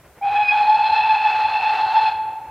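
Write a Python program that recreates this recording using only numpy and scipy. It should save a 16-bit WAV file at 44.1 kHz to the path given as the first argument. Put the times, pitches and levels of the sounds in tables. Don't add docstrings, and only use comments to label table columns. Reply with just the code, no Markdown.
import sys
import numpy as np
from scipy import signal
from scipy.fft import rfft, irfft
from scipy.io import wavfile
from scipy.ndimage import uniform_filter1d

SR = 44100
rng = np.random.default_rng(int(sys.argv[2]) if len(sys.argv) > 2 else 0)


def generate_wav(signal):
    frames = np.transpose(np.atleast_2d(signal))
    scaled = np.clip(frames, -1, 1) * 32767
    pcm = np.round(scaled).astype(np.int16)
    wavfile.write(sys.argv[1], SR, pcm)


def undo_db(level):
    steps = np.asarray(level, float) / 20
    return 10 ** steps


N = 110250

# (frequency [Hz], density [dB per Hz])
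COUNTRY_SPECTRUM = [(18, -44), (30, -31.5), (55, -7.5), (80, -2), (140, -7), (200, -16), (300, -12.5),
                    (550, -8), (900, -14.5), (1500, -15.5), (2500, -22), (4500, -41), (8000, -63)]
COUNTRY_DB, HISS_DB = -48.5, -57.5

# (from [Hz], to [Hz], relative level [dB], time to fall 60 dB [s])
ECHO_BANDS = [(103, 1156, -1, 2), (1310, 2980, -3.5, 1.3), (2872, 4800, -3, .65)]
ECHO_DB, ECHO_RISE_S = -7.5, 0.06

OPEN_S, ATTACK_S, SHUT_S, RELEASE_S = 0.2085, 0.0068, 2.093, 0.035

# (time [s], level [dB])
JET_LEVEL = [(.215, -46.5), (.255, -40), (.33, -35.5), (.43, -39), (.48, -39), (.56, -35), (1.6, -33.5),
             (2.0, -34.5), (2.08, -33.5)]
# (frequency [Hz], density [dB per Hz])
JET_SPECTRUM = [(150, -32), (300, -19.5), (420, -8), (650, -8.5), (1000, 2.5), (1250, -2), (1550, 3.5),
                (1900, -4.5), (2300, -7), (3000, -9.5), (3800, -10), (4700, -16), (5250, -23), (5600, -26),
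                (8000, -36.5), (12000, -46.5)]
BLOOM_ABOVE_HZ, BLOOM_S = 950, 0.046

# (time [s], pitch [Hz], level [dB])
FIRST_MODE = [(0.213, 812, -29.5), (.228, 806, -22.5), (0.279, 801, -17), (.34, 818, -20.5),
              (0.414, 836, -16.5), (0.447, 828, -28), (0.502, 830, -32.5), (.525, 838, -15.5),
              (0.548, 842, -13), (0.626, 835, -19.5), (0.701, 853, -11.5), (0.751, 860, -14),
              (0.769, 862, -16), (.85, 865, -18.5), (1.06, 865, -15.5), (1.222, 856, -19),
              (1.268, 855, -16.5), (1.373, 860, -24.5), (1.424, 868, -15.5), (1.508, 858, -19.5),
              (1.702, 866, -18), (1.772, 858, -22.5), (1.832, 872, -15), (1.881, 866, -24.5),
              (1.987, 877, -12.5), (2.046, 872, -21), (2.058, 868, -17), (2.098, 858, -19)]
# (time [s], pitch [Hz], level [dB])
SECOND_MODE = [(.215, 2273, -54), (0.231, 2430, -39), (0.272, 2530, -33.5), (.42, 2560, -26),
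               (.452, 2495, -21.5), (0.479, 2480, -25), (.486, 2482, -13), (0.496, 2533, -12),
               (0.505, 2425, -21), (0.511, 2481, -13.5), (.535, 2512, -29), (0.578, 2570, -27.5),
               (.64, 2570, -39), (0.788, 2600, -31), (1.039, 2630, -26), (1.128, 2605, -26.5),
               (1.292, 2610, -26), (1.381, 2625, -31), (1.66, 2643, -26.5), (1.898, 2650, -42),
               (1.964, 2661, -30), (2.04, 2635, -37.5), (2.075, 2615, -23.5), (2.11, 2617, -34.5)]
# (time [s], pitch [Hz], level [dB])
THIRD_MODE = [(0.23, 3912, -68), (0.286, 3963, -51.5), (0.652, 4186, -40), (0.826, 4243, -42.5),
              (0.848, 4142, -35), (1.162, 4198, -41.5), (2.08, 4224, -39.5)]
# (filter width [Hz], least steady share [0-1],
# skirt filter width [Hz], skirt level [dB], skirt centre below the mode [Hz], self-limiting [0-1])
MODE_WAVER = [(37.6, 0.33, 82, -8.5, 10, 0.35), (56.6, 0, 205, -5, 70, 0.06), (108, 0.02, 360, -0.5, 20, 0)]
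LOCK_PER_DB, LOCK_FROM_DB = 0.2, 4
CLEAN_START_S = 0.12

UNDERTONE_BELOW_HZ, UNDERTONE_WIDTH_HZ = 100, 50
UNDERTONE_START_DB, UNDERTONE_GROWS_DB_PER_S = -44.5, 7

SECOND_MINUS_FIRST_DB, SECOND_PLUS_FIRST_DB = 4.5, 1.5
THIRD_MINUS_FIRST_DB, THIRD_PLUS_FIRST_DB = 8, -5
TWICE_SECOND_DB = -26


def rms_one(x):
    return x / np.sqrt(np.mean(np.abs(x) ** 2) + 1e-20)


def in_time(rows):
    s, *columns = np.transpose(rows)
    return [np.interp(np.arange(N) / SR, s, c) for c in columns]


def since_open():
    return np.maximum(np.arange(N) / SR - OPEN_S, 0)


def wander(width_hz):
    run_in = 8000
    pole = np.exp(-np.pi * width_hz / SR)
    white = rng.standard_normal(N + run_in) + 1j * rng.standard_normal(N + run_in)
    slow = signal.lfilter([1], [1, -2 * pole, pole * pole], white)
    return rms_one(slow[run_in:])


def coloured(spectrum, patchy_db):
    hz, db = np.transpose(spectrum)
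    f = np.maximum(np.arange(N // 2 + 1) * SR / N, 1)
    gain = undo_db(np.interp(np.log(f), np.log(hz), db))
    noise = irfft(rfft(rng.standard_normal(N)) * gain, N)
    flutter = undo_db(patchy_db * wander(36).real)
    return rms_one(noise * flutter)


def recorder_hiss():
    return undo_db(HISS_DB) * rng.standard_normal((2, N))


def country_rumble():
    return undo_db(COUNTRY_DB) * coloured(COUNTRY_SPECTRUM, patchy_db=3.6)


def woods(x):
    t = np.arange(N) / SR
    tail = 0
    for low_hz, high_hz, db, t60 in ECHO_BANDS:
        swell = 1 - np.exp(-t / ECHO_RISE_S)
        decay = 1000. ** (-t / t60)
        scatter = rng.standard_normal(N) * swell * decay
        scatter = scatter / np.sqrt(np.sum(scatter ** 2))
        band = signal.butter(2, [low_hz, high_hz], "band", fs=SR, output="sos")
        tail = tail + undo_db(db) * signal.sosfilt(band, scatter)
    return undo_db(ECHO_DB) * signal.fftconvolve(x, tail)[:N]


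def valve():
    t = np.arange(N) / SR
    opening = np.clip((t - OPEN_S) / ATTACK_S, 0, 1) ** 2
    closing = np.exp(-np.maximum(t - SHUT_S, 0) / RELEASE_S)
    return opening * closing


def jet():
    roar = coloured(JET_SPECTRUM, patchy_db=2.5)
    low_pass = signal.butter(2, BLOOM_ABOVE_HZ, fs=SR, output="sos")
    dull = signal.sosfiltfilt(low_pass, roar)
    bloom = 1 - np.exp(-since_open() / BLOOM_S)
    return undo_db(in_time(JET_LEVEL)[0]) * (dull + bloom * (roar - dull))


def tone(hz, level_db, width_hz, steady, skirt_hz, skirt_db, below_hz, limit):
    over_db = uniform_filter1d(level_db, size=3000) - np.median(level_db) - LOCK_FROM_DB
    steady = np.clip(steady + LOCK_PER_DB * np.maximum(over_db, 0), 0, 0.985)
    clean = (steady > 0.3) * np.exp(-since_open() / CLEAN_START_S)
    rough = (1 - steady) * (1 - clean)
    steady = 1 - rough

    shift_down = np.exp(-2j * np.pi * below_hz * np.arange(N) / SR)
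    skirt = undo_db(skirt_db) * wander(skirt_hz) * shift_down
    shape = np.sqrt(steady) + np.sqrt(1 - steady) * (wander(width_hz) + skirt)
    shape = shape / np.sqrt(steady + (1 - steady) * (1 + undo_db(2 * skirt_db)))
    shape = shape / (np.abs(shape) ** 2 + 0.033) ** (limit / 2)
    carrier = np.exp(2j * np.pi * np.cumsum(hz) / SR)
    return np.sqrt(2) * undo_db(level_db) * shape * carrier


def undertone():
    level_db = UNDERTONE_START_DB + UNDERTONE_GROWS_DB_PER_S * np.arange(N) / SR
    hz = uniform_filter1d(in_time(FIRST_MODE)[0], size=6000) - UNDERTONE_BELOW_HZ
    return tone(hz, level_db, UNDERTONE_WIDTH_HZ, steady=0, skirt_hz=110, skirt_db=-13.5,
                below_hz=20, limit=0)


def mixing_tones(first, second, third):
    mixed = undo_db(SECOND_MINUS_FIRST_DB) * second * first.conj()
    mixed = mixed + undo_db(SECOND_PLUS_FIRST_DB) * second * first
    mixed = mixed + undo_db(THIRD_MINUS_FIRST_DB) * third * first.conj()
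    mixed = mixed + undo_db(THIRD_PLUS_FIRST_DB) * third * first
    octave = second * second / (np.abs(second) + 1e-9) ** 0.75
    return mixed + undo_db(TWICE_SECOND_DB) * octave


def whistle():
    modes = (FIRST_MODE, SECOND_MODE, THIRD_MODE)
    first, second, third = (tone(*in_time(rows), *waver) for rows, waver in zip(modes, MODE_WAVER))
    pitched = first + second + third + mixing_tones(first, second, third) + undertone()
    return valve() * (pitched.real + jet())


def scene():
    blast = whistle()
    far = blast + woods(blast) + country_rumble()
    return np.array([far, far])


def top_cut(x):
    return signal.sosfilt(signal.butter(12, 15630, fs=SR, output="sos"), x)


def record(dry):
    mix = dry + recorder_hiss()
    return top_cut(mix)


dry = scene()
out = record(dry)
generate_wav(out)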